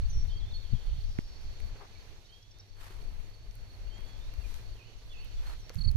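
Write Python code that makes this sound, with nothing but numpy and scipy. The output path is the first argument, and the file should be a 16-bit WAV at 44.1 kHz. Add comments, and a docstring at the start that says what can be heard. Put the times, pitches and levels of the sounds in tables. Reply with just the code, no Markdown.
"""Wind rumbles on the ports of a small hand-held microphone pair beside a calm park pond.
A far machine hums, and noise bands make distant traffic and hissing leaves. Crickets chirp on the right,
each wing stroke a sagging tone; near the end one is suddenly close. Small birds whistle and chip, echoed
by the trees, and a duck quacks once. Grass swishes, and the grip ticks, knocks and bumps now and then."""
import sys
import numpy as np
from scipy import signal
from scipy.fft import rfft, irfft, next_fast_len
from scipy.io import wavfile

SR = 44100
rng = np.random.default_rng(int(sys.argv[2]) if len(sys.argv) > 2 else 0)


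def store_pcm(level_fs):
    """Save levels as 16-bit WAV."""
    pcm = np.round(np.clip(level_fs, -1, 1) * 32767).astype(np.int16)
    wavfile.write(sys.argv[1], SR, np.atleast_2d(pcm).T)


N = 263012
TIME = np.arange(N) / SR


def from_db(db):
    """Decibels to gain."""
    return 10 ** (np.asarray(db) / 20)

def rms_one(x):
    """Scale to unit rms."""
    return x / np.sqrt(np.mean(x ** 2) + 1e-20)

def in_time(rows):
    """Turn breakpoint rows into one automation curve per column."""
    time_s, *columns = np.transpose(rows)
    return [np.interp(TIME, time_s, column) for column in columns]

def at_hz(points, hz):
    """Read an EQ curve on a log-frequency axis."""
    freq_hz, gain_db = np.transpose(points)
    return np.interp(np.log(hz), np.log(freq_hz), gain_db)

def phase_of(hz):
    """Running phase of a moving pitch."""
    return 2 * np.pi * np.cumsum(hz) / SR

def panned(x, pan_db):
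    """Mono to stereo; pan_db is always left minus right."""
    return np.array([x * from_db(pan_db / 2), x * from_db(-pan_db / 2)])

def drift(rate_hz):
    """Smooth random modulation with a spread of 1."""
    hop, settle = 40, 2000
    pole = np.exp(-2 * np.pi * rate_hz * hop / SR)
    noise = rng.standard_normal(N // hop + settle + 2)
    slow = signal.lfilter([1], [1, -2 * pole, pole * pole], noise)[settle:]
    return np.interp(np.arange(N) / hop, np.arange(len(slow)), rms_one(slow))

def band(x, low_hz, high_hz):
    """Gentle band-pass."""
    return signal.sosfilt(signal.butter(2, [low_hz, high_hz], "band", fs=SR, output="sos"), x)

def steep_band(x, low_hz, high_hz):
    """Band-pass twice for steeper skirts."""
    return band(band(x, low_hz, high_hz), low_hz, high_hz)

def coloured(spectrum):
    """Stereo noise through an EQ curve, at unit rms."""
    size = next_fast_len(N)
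    hz = np.maximum(np.fft.rfftfreq(size, 1 / SR), 1)
    white = rfft(rng.standard_normal((2, N)), size)
    return rms_one(irfft(white * from_db(at_hz(spectrum, hz)), size)[:, :N])

def placed(start_s, piece):
    """A stereo track holding one piece; what overhangs either end is trimmed."""
    out, i = np.zeros((2, N)), int(start_s * SR)
    piece = piece[:, max(-i, 0):N - i]
    out[:, max(i, 0):max(i, 0) + piece.shape[1]] = piece
    return out


# Gust automation: time_s, rumble_db, buffet_relative_db, flutter_relative_db, pan_db
GUSTS = [(0.0, -25.5, -23, -18, -9), (0.06, -29, -8, -26, 7), (0.18, -25.5, -4.5, -22.5, 1),
         (0.66, -39, -9.5, -29, 12), (0.75, -26.5, -7, -14.5, 13), (0.8, -35.5, -41, -52, 9.5),
         (0.94, -33, -6, -16, -11.5), (1.03, -35, -7, -26, 4.5), (1.3, -40, -14, -34, 0),
         (1.5, -35, -12.5, -28, 7), (1.8, -43.5, -11, -27, 0.5), (2.0, -48, -5.5, -28, 3.5),
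         (2.2, -53.5, -10, -21, 3), (2.54, -55, -13, -23, -2.5), (3.07, -39.5, -29, -30, 21),
         (3.27, -46, -16, -21, 5.5), (3.7, -45, -17.5, -26, 4), (4.05, -41, -19, -31, 9),
         (4.38, -39, -16, -39, 7.5), (4.6, -39.5, -29, -39, 13), (4.76, -39.5, -36, -31, -1.5),
         (4.8, -52.5, 0, -17, 0), (5.06, -42.5, -41, -32, 9.5), (5.46, -35, -27, -41, -4),
         (5.68, -48, -7.5, -17.5, -1), (5.79, -39.5, 1, -6, -21), (5.93, -33, -4, -25, -18),
         (5.96, -45.5, 14, 14.5, -14)]
# Rumble EQ: freq_hz, gain_db
RUMBLE_EQ = [(7.1, -44), (12, 6), (33, 5.5), (45, 0), (60, -2.5), (78, -52), (130, -120)]

def wind(lumps_db=4, lumps_hz=14):
    """Wind hits each port with its own lumpy rumble, with buffeting and flutter on top."""
    rumble_db, buffet_db, flutter_db, pan_db = in_time(GUSTS)
    lumps = np.array([from_db(lumps_db * drift(lumps_hz)) for side in "LR"])
    rumble = rms_one(coloured(RUMBLE_EQ) * lumps)
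    buffet = rms_one(steep_band(rng.standard_normal((2, N)), 44.8, 104.3) * lumps)
    flutter = rms_one(steep_band(rng.standard_normal((2, N)), 81, 179) * lumps)
    blend = rumble + from_db(buffet_db) * buffet + from_db(flutter_db) * flutter
    return blend * panned(from_db(rumble_db), pan_db)


# Machine drone: time_s, pitch_hz, level_db
MACHINE_HUM = [(0, 101.3, -57.5), (2, 100.1, -66.5), (3, 100.2, -60), (4.5, 100.8, -57.5),
               (5.96, 99.6, -62.5)]

def machine_hum():
    """A far machine holds one low tone that wavers in pitch and level."""
    pitch_hz, level_db = in_time(MACHINE_HUM)
    tone = np.sqrt(2) * np.sin(phase_of(pitch_hz + 4.5 * drift(5.7)))
    return panned(tone * from_db(level_db + 3 * drift(8)), 0.13)


# Stereo width of the ambience: freq_hz, side_minus_mid_db
BED_WIDTH = [(60, -35), (180, -23), (550, -5), (1650, 0.5), (4970, 1), (15000, -5)]
# Lean of the ambience: freq_hz, pan_db
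BED_PAN = [(60, -11.5), (180, 1), (550, 0.5), (1650, -4), (4970, -5), (15000, -1)]

def ambience_bed(spectrum, flicker_db):
    """Seven overlapping noise bands flicker partly together, each with its own width and pan."""
    size = next_fast_len(N)
    noise = rfft(coloured(spectrum), size)
    out, shared_flicker = 0, drift(9.5)
    centres_hz = np.geomspace(spectrum[0][0], spectrum[-1][0], 7)
    bin_hz = np.fft.rfftfreq(size, 1 / SR) + 1
    band_position = np.interp(np.log(bin_hz), np.log(centres_hz), np.arange(7))
    for k, hz in enumerate(centres_hz):
        crossfade = np.clip(1 - np.abs(band_position - k), 0, 1)
        flicker = from_db(flicker_db * (shared_flicker + drift(11.4)))
        mid, side = irfft(noise * crossfade, size)[:, :N] * flicker
        side *= from_db(at_hz(BED_WIDTH, hz))
        out += np.array([mid + side, mid - side]) * panned(np.ones(1), at_hz(BED_PAN, hz))
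    return out / np.std(out.mean(0))


# Ambience faders: time_s, traffic_db, leaves_db, hiss_db
AIR_FADERS = [(0, -60, -64.5, -72), (.4, -60, -66, -76.5), (.8, -59.5, -64.5, -74), (1.25, -63, -65.5, -73),
              (1.5, -58, -64.5, -74.5), (2.1, -59.5, -66.5, -75.5), (2.28, -66.5, -68.5, -78.5),
              (2.72, -66, -71, -81), (3.0, -57, -67, -72.5), (3.4, -64, -69, -75.5),
              (4.0, -57.5, -66.5, -75), (4.5, -59, -63.5, -70.5), (4.85, -62, -67.5, -77),
              (5.45, -59.5, -64, -73), (5.7, -61, -66.5, -73.5), (5.96, -63.5, -70, -77)]
# EQ of each layer: freq_hz, gain_db
TRAFFIC_EQ = [(59, -27.5), (100, 0), (146, -10.5), (282, -16), (428, -13.5), (524, -16.5), (616, -17),
              (1350, -24.5), (2500, -24), (3250, -32), (5500, -120)]
LEAVES_EQ = [(1000, -54), (1400, -12), (2200, -8), (3300, -2), (4400, 0), (5000, -6.5), (5900, -3),
             (6800, -9), (8000, -19), (9500, -92)]
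HISS_EQ = [(5000, -34), (7500, -2), (10000, 0), (14200, -1.5), (15200, -3), (15800, -21)]

def park_air():
    """Far traffic below, leaves above, a fine hiss on top."""
    traffic_db, leaves_db, hiss_db = in_time(AIR_FADERS)
    traffic = from_db(traffic_db) * ambience_bed(TRAFFIC_EQ, flicker_db=.9)
    leaves = from_db(leaves_db) * ambience_bed(LEAVES_EQ, flicker_db=.5)
    hiss = coloured(HISS_EQ) * from_db(hiss_db + 1.3 * drift(8))
    return traffic + leaves + hiss


# Far cricket fader: time_s, level_db
CHORUS_FADER = [(0, -78), (.4, -72), (.9, -74), (1.6, -66.5), (2.2, -78), (2.5, -79), (2.8, -68),
                (3.2, -70.5), (3.45, -71.5), (3.75, -69), (4.3, -71), (4.8, -74), (5.23, -71), (5.7, -81),
                (5.96, -68)]

def cricket_chorus():
    """Far crickets blur into one narrow, throbbing band."""
    blur = steep_band(rng.standard_normal(N), 4240, 4570)
    throb = 1 + .19 * np.sin(phase_of(29 + 2.62 * drift(2.4)))
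    chorus = rms_one(blur * throb * from_db(3.5 * drift(3.8)))
    return panned(chorus * from_db(in_time(CHORUS_FADER)[0]), -6.5)


# Cricket chirps, about three a second: last_stroke_s, level_db, pitch_hz, pan_db
CRICKET_CHIRPS = [(.044, -57.5, 4400, -13), (.213, -76, 4420, -10), (0.367, -57, 4450, -12),
                  (.703, -59.5, 4430, -11), (1.035, -58, 4430, -12), (1.351, -57, 4430, -9),
                  (1.668, -64, 4420, -15), (2.002, -59, 4430, -9), (2.323, -64.5, 4430, -9),
                  (2.62, -72, 4410, -8), (3.072, -62, 4450, -10), (3.33, -67, 4450, -16),
                  (3.731, -63, 4360, -15), (4.035, -71, 4480, -10), (4.408, -62, 4440, -8),
                  (4.719, -60, 4440, -16), (5.001, -78, 4420, -4), (5.683, -63.5, 4420, -11),
                  (5.872, -36.5, 4444, -6)]
# The four wing strokes of a chirp: offset_s, length_s, relative_db, flat_by_hz
WING_STROKES = [(-.09, .015, -8, 66), (-.066, .021, -2.5, 73), (-.035, 0.024, -0.5, 50),
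                (-.001, 0.028, 0, -5)]

def crickets(scatter_db=1.5):
    """Each wing stroke is a near-pure tone that sags in pitch as the wing's file slows."""
    out = np.zeros((2, N))
    for last_stroke_s, level_db, pitch_hz, pan_db in CRICKET_CHIRPS:
        for offset_s, length_s, relative_db, flat_by_hz in WING_STROKES:
            progress = np.linspace(0, 1, int(length_s * SR))
            phase = phase_of((pitch_hz - flat_by_hz) * (1.02 - .09 * progress ** 3))
            tone = np.sin(phase) + from_db(-34) * np.sin(2 * phase)
            envelope = np.sin(np.pi * progress ** 1.3) ** .7
            gain = from_db(level_db + relative_db + scatter_db * rng.standard_normal())
            out += placed(last_stroke_s + offset_s, panned(tone * envelope * gain, pan_db))
    return out


def whistled_note(times_s, pitches_hz, levels_db, pan_db, waver):
    """A bird's pure tone follows breakpoints, trembling in pitch and level."""
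    start_s, end_s = times_s[0], times_s[-1]
    t = np.arange(start_s, end_s, 1 / SR)
    tremble = waver[int(start_s * SR):][:len(t)]
    fade = np.clip(np.minimum(t - start_s, end_s - t) / .008, 0, 1)
    tone = np.sqrt(2) * np.sin(phase_of(np.interp(t, times_s, pitches_hz) * (1 + .004 * tremble)))
    gain = from_db(np.interp(t, times_s, levels_db) + 1.5 * tremble[::-1])
    return placed(start_s, panned(tone * fade * gain, pan_db))


# High whistles: shape_name, start_s, length_s, start_hz, level_db, pan_db, send_db
HIGH_WHISTLES = [("sag", .09, 0.152, 6040, -56.5, -7.5, 2), ("sag", 5.59, 0.086, 5990, -65.5, 2.5, 4)]
# Whistle contours by name: length_fraction, pitch_ratio, relative_db
WHISTLE_SHAPES = {"sag": [(0, 1.0, -9), (.12, .999, 1.5), (.23, .995, .5), (.265, .958, -2.5),
                  (.56, .936, .5), (.89, .931, -1.5), (1, .929, -11)]}

def bird_whistles(waver):
    """Thin whistles that sag in pitch; yields each note with its echo send."""
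    for shape_name, start_s, length_s, start_hz, level_db, pan_db, send_db in HIGH_WHISTLES:
        fraction, ratio, relative_db = np.transpose(WHISTLE_SHAPES[shape_name])
        times_s = start_s + fraction * length_s
        yield whistled_note(times_s, start_hz * ratio, level_db + relative_db, pan_db, waver), send_db


# Short bird chirps: start_s, length_s, start_hz, end_hz, level_db, pan_db
SLIDING_CHIRPS = [(0.239, 0.019, 3600, 3700, -68, -11), (.3, .047, 5050, 4850, -68, -2),
                  (0.534, 0.042, 4340, 4334, -49.5, -11), (1.951, 0.018, 2290, 2350, -62.5, -12),
                  (2.24, .028, 3620, 3920, -66, -5), (2.592, 0.016, 5650, 5570, -57, -1),
                  (3.216, .07, 7230, 5970, -73, -5), (3.928, 0.063, 7400, 6340, -74, -12),
                  (4.067, .04, 7300, 6270, -73, -11), (4.95, .07, 6500, 5570, -78, -5),
                  (3.87, 0.03, 2830, 2840, -69, -8), (4.307, 0.035, 2740, 2740, -67, -11),
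                  (4.385, .02, 2740, 2670, -67, -9), (4.405, 0.023, 2760, 2660, -66, -9),
                  (4.438, 0.017, 2740, 2640, -77, -5), (4.434, 0.039, 2520, 2310, -63, -9),
                  (5.097, 0.038, 3470, 3390, -60, -8), (5.18, 0.052, 4414, 4400, -58, -4),
                  (5.355, 0.07, 3440, 3460, -69, 1), (5.453, 0.057, 4326, 4330, -56.5, -7),
                  (0.578, 0.043, 4390, 4300, -65, -14), (5.248, 0.129, 4460, 4410, -67, -6),
                  (5.509, 0.11, 4315, 4300, -68, -7)]

def bird_chirps(waver, waver_hz=20, waver_db=2.5):
    """Each chirp is a brief, trembling slide between two pitches."""
    out = np.zeros((2, N))
    for start_s, length_s, start_hz, end_hz, level_db, pan_db in SLIDING_CHIRPS:
        progress = np.linspace(0, 1, int(length_s * SR))
        tremble = waver[int(start_s * SR):][:len(progress)]
        pitch_hz = start_hz + (end_hz - start_hz) * progress + waver_hz * tremble
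        tone = np.sqrt(2) * np.sin(phase_of(pitch_hz))
        envelope = np.sin(np.pi * progress ** 1.1) ** .54
        gain = from_db(level_db + waver_db * tremble[::-1])
        out += placed(start_s, panned(tone * envelope * gain, pan_db))
    return out


# Soft handling knocks: start_s, level_db, pitch_hz, pan_db
GRIP_KNOCKS = [(0.245, -52.5, 286, 8), (1.757, -47, 425, -3), (2.905, -48.5, 370, 2),
               (3.988, -49.5, 375.3, 5), (4.332, -54, 262, 6), (4.754, -50, 440, 2), (4.898, -56, 437, -1),
               (5.021, -57, 460, 1.5), (5.702, -42, 485, 6)]

def grip_knocks():
    """A knock on the grip is a damped ring with a puff of midrange noise."""
    out, t = np.zeros((2, N)), TIME[:SR // 20]
    for start_s, level_db, pitch_hz, pan_db in GRIP_KNOCKS:
        ring = np.sin(2 * np.pi * pitch_hz * t) * np.exp(-t / .0056)
        puff = .99 * band(rng.standard_normal(len(t)), 290, 1800) * np.exp(-t / .0088)
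        out += placed(start_s, panned((ring + puff) * from_db(level_db), pan_db))
    return out


# A run of falling chirps: start_s, length_s, start_hz, level_db, pan_db
FALLING_CHIRPS = [(.278, .068, 4350, -63, 1), (.39, .07, 4350, -62, 2), (.503, .06, 4350, -62.5, 1),
                  (.607, .06, 4350, -65, 2), (.73, .06, 3800, -63.5, 1)]
# Their pitch contour: length_fraction, drop_fraction
FALL_CONTOUR = [(0, 0), (.12, .08), (.36, .57), (.72, .74), (1, 1)]

def bird_falls(waver, end_hz=2950, waver_db=2.5):
    """A bird's chirps drop in two steps to the same pitch, fading as they fall."""
    out = np.zeros((2, N))
    for start_s, length_s, start_hz, level_db, pan_db in FALLING_CHIRPS:
        progress = np.linspace(0, 1, int(length_s * SR))
        tremble = waver[int(start_s * SR):][:len(progress)]
        drop = np.interp(progress, *np.transpose(FALL_CONTOUR))
        tone = np.sqrt(2) * np.sin(phase_of(start_hz + (end_hz - start_hz) * drop))
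        envelope = np.sin(np.pi * progress ** .6) ** .4
        gain = from_db(level_db + 1.5 - 3 * progress + waver_db * tremble)
        out += placed(start_s, panned(tone * envelope * gain, pan_db))
    return out


# Long whistles, one breakpoint list each: time_s, pitch_hz, level_db
GLIDE_CONTOURS = [
    [(.285, 2980, -75), (.297, 3050, -66), (.337, 3190, -63), (.43, 3340, -68), (.45, 3470, -72),
     (.473, 3530, -62), (.503, 3560, -65), (.52, 3500, -72), (.573, 3610, -69), (.61, 3650, -73)],
    [(2.28, 2950, -78), (2.294, 3050, -68), (2.334, 3210, -63), (2.375, 3270, -66), (2.4, 3290, -74),
     (2.44, 3350, -69), (2.49, 3420, -80), (2.54, 3520, -69), (2.62, 3800, -70), (2.645, 3850, -80)],
    [(3.895, 3020, -70), (3.91, 3110, -65), (3.95, 3190, -64), (4.0, 3280, -65), (4.03, 3340, -76),
     (4.07, 3380, -67), (4.14, 3385, -68), (4.18, 3440, -76), (4.215, 3570, -66), (4.26, 3700, -68),
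     (4.29, 3900, -68), (4.315, 3930, -72)],
    [(4.745, 3500, -74), (4.77, 3060, -68), (4.8, 2560, -67), (4.82, 2450, -65), (4.84, 2600, -69),
     (4.868, 3050, -65), (4.885, 2960, -72), (4.95, 2990, -80)],
    [(5.09, 3510, -70), (5.115, 3050, -70), (5.136, 2770, -61), (5.156, 2560, -66), (5.19, 2530, -64),
     (5.21, 2770, -61), (5.23, 3070, -68), (5.33, 3060, -78)],
]
# Mix of each glide: pan_db, send_db
GLIDE_MIX = [(-9, 1), (-6, -4), (-7, -2), (-8, 4), (-12, 5)]

def bird_glides(waver):
    """Three whistles climb and two dip; yields each note with its echo send."""
    for contour, (pan_db, send_db) in zip(GLIDE_CONTOURS, GLIDE_MIX):
        yield whistled_note(*np.transpose(contour), pan_db, waver), send_db


# Far song phrases: start_s, end_s, low_hz, high_hz, level_db, pan_db
FAR_PHRASES = [(0.619, 1.1, 2780, 3860, -66, -7), (0.997, 1.544, 4370, 5900, -64.5, 1)]

def far_birdsong():
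    """The trees blur far song into soft swells of hiss."""
    out = np.zeros((2, N))
    for start_s, end_s, low_hz, high_hz, level_db, pan_db in FAR_PHRASES:
        t = TIME[:int((end_s - start_s) * SR)]
        hiss = rms_one(steep_band(rng.standard_normal(len(t)), low_hz, high_hz))
        swell = np.sin(np.pi * t / t[-1]) ** .5
        out += placed(start_s, panned(hiss * swell * from_db(level_db), pan_db))
    return out


# Low handling thumps: start_s, left_gain, right_gain, width_s, rebound_ratio, lowpass_hz
HAND_BUMPS = [(0.734, 0.18, 0.014, 0.00448, 0.5, 338), (1.1884, -0.041, 0.21, 0.00298, 0, 1510)]

def hand_bumps():
    """The hand bumps the microphone body: one dull push, with any rebound dying fast."""
    out, t = np.zeros((2, N)), TIME[:SR // 20]
    for start_s, left_gain, right_gain, width_s, rebound_ratio, lowpass_hz in HAND_BUMPS:
        rebound = rebound_ratio * np.exp(-(t - width_s) / (2.5 * width_s))
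        push = np.sin(np.pi * t / width_s) * np.where(t < width_s, 1, rebound)
        thump = signal.sosfilt(signal.butter(2, lowpass_hz, fs=SR, output="sos"), push)
        out += placed(start_s, np.outer([left_gain, right_gain], thump))
    return out


# Dry handling ticks: start_s, top_db, pan_db, body_relative_db, low_relative_db
GRIP_TICKS = [(1.1869, -44.5, -8, 3.5, 11.5), (1.6025, -46, -9, -13, 2), (2.587, -48, -7, 3, -13),
              (3.2994, -50, -1, -7, -8), (3.511, -48, 1, 3, -12), (3.554, -37.5, -2, -28, -20),
              (3.871, -51, 1, -8, 1), (3.981, -49, 0, 4, -6), (4.006, -46, -5, -6, -4),
              (4.339, -43.5, -6, -1.5, -2), (4.5425, -38.5, -1, 0, -10), (5.247, -39, -2, -20, -17),
              (5.491, -45, 0, 0, -12), (5.695, -40, -7, 10, -1), (5.7405, -43, 3, -8, -25),
              (5.7465, -36.5, 8, -20, -30), (5.756, -35.5, 4, 1, -26), (5.9133, -43, 0, 3, -20),
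              (5.9153, -36, 7.5, -7, -20)]

def grip_ticks(decay_s=.0005):
    """The grip ticks: a tiny noise burst, balanced in three bands."""
    out, t = np.zeros((2, N)), TIME[:SR // 20]
    for start_s, top_db, pan_db, body_db, low_db in GRIP_TICKS:
        crack = rng.standard_normal((2, len(t))) * np.exp(-t / decay_s)
        parts = band(crack, 7000, 18000), band(crack, 3800, 7000), steep_band(crack, 1300, 2700)
        gains = from_db([0, body_db, low_db])
        tick = sum(gain * part / np.abs(part).max() for gain, part in zip(gains, parts))
        out += placed(start_s, tick * panned(from_db([top_db]), pan_db))
    return out


# Swishes of grass and leaves: start_s, peak_s, end_s, level_db, tilt_db_per_octave, pan_db
GRASS_SWISHES = [(1.786, 1.814, 1.87, -56.5, -2, 4), (2.759, 2.829, 2.995, -55.5, 5.5, -0.5),
                 (4.448, 4.515, 4.67, -59.5, 7, 1.5), (5.372, 5.515, 5.56, -54.5, 4.5, -2),
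                 (5.728, 5.735, 5.97, -61.5, 7, 3)]
# Swish EQ before the tilt: freq_hz, gain_db
SWISH_EQ = [(180, -47), (300, -26), (480, 3), (900, 4), (1300, 1), (4200, -17.5), (8000, -28.5),
            (14800, -35.5), (15800, -57)]

def grass():
    """Each swish is grainy noise that swells and fades."""
    out = np.zeros((2, N))
    for start_s, peak_s, end_s, level_db, tilt, pan_db in GRASS_SWISHES:
        rustle = coloured([(hz, db + tilt * np.log2(hz / 2000)) for hz, db in SWISH_EQ])
        swell = np.interp(TIME, [start_s, peak_s, end_s], [0, 1, 0]) ** .65
        grain_db = 2.5 * drift(70)
        out += rustle * panned(swell * from_db(level_db + grain_db), pan_db)
    return out


# One soft quack: start_s, length_s, pitch_hz, level_db, pan_db
DUCK_QUACK = (1.8, .046, 405, -56, 4)
# Its partials: harmonic_number, relative_db
QUACK_PARTIALS = [(1, 0), (2, -1), (3, -3), (4, -9)]

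def duck():
    """A short muffled quack: a slightly rough stack of partials bending down."""
    start_s, length_s, pitch_hz, level_db, pan_db = DUCK_QUACK
    progress = np.linspace(0, 1, int(length_s * SR))
    roughness = .02 * drift(80)[:len(progress)]
    phase = phase_of(pitch_hz * (1.03 - .06 * progress + roughness))
    voice = sum(from_db(level_db + db) * np.sin(k * phase) for k, db in QUACK_PARTIALS)
    return placed(start_s, panned(voice * np.sin(np.pi * progress) ** .5, pan_db))


# A quick run of chips: start_s, level_db, pan_db
SPARROW_CHIPS = [(2.25, -64, 1), (2.336, -67, 6), (2.42, -62, 1), (2.505, -59, 1), (2.596, -61, 5),
                 (2.687, -67, 4)]

def sparrow():
    """A far sparrow's hoarse chips are short puffs of narrow noise."""
    out, window = np.zeros((2, N)), np.hanning(SR // 45)
    for start_s, level_db, pan_db in SPARROW_CHIPS:
        rasp = rms_one(band(rng.standard_normal(len(window)), 4900, 5900)) * window
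        out += placed(start_s, panned(rasp * from_db(level_db), pan_db))
    return out


def tree_echo(send, return_db=-4.5, decay_s=.1):
    """The trees scatter sound back as a short, darker tail."""
    tail = rng.standard_normal((2, SR // 2)) * np.exp(-TIME[:SR // 2] / decay_s)
    tail /= np.sqrt(np.sum(tail ** 2, axis=1, keepdims=True))
    return from_db(return_db) * signal.fftconvolve(band(send, 900, 4700), tail, axes=1)[:, :N]

def bird_bus(right_lag_s=.00005):
    """The songbirds and their echo, reaching the right port a little later."""
    waver = drift(60)
    direct = bird_chirps(waver) + bird_falls(waver) + far_birdsong() + sparrow()
    send = direct.copy()
    for note, send_db in [*bird_whistles(waver), *bird_glides(waver)]:
        direct += note
        send += note * from_db(send_db)
    left, right = direct + tree_echo(send)
    return np.array([left, np.interp(TIME - right_lag_s, TIME, right)])

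def scene():
    """Ambience, handling and wildlife meet at the two ports."""
    ambience = wind() + machine_hum() + park_air() + grass()
    handling = grip_ticks() + grip_knocks() + hand_bumps()
    wildlife = crickets() + cricket_chorus() + bird_bus() + duck()
    return ambience + handling + wildlife

def record(dry, stopband_hz=16300):
    """A steep low-pass takes off the very top."""
    return signal.sosfilt(signal.cheby2(12, 70, stopband_hz, fs=SR, output="sos"), dry)


dry = scene()
out = record(dry)
store_pcm(out)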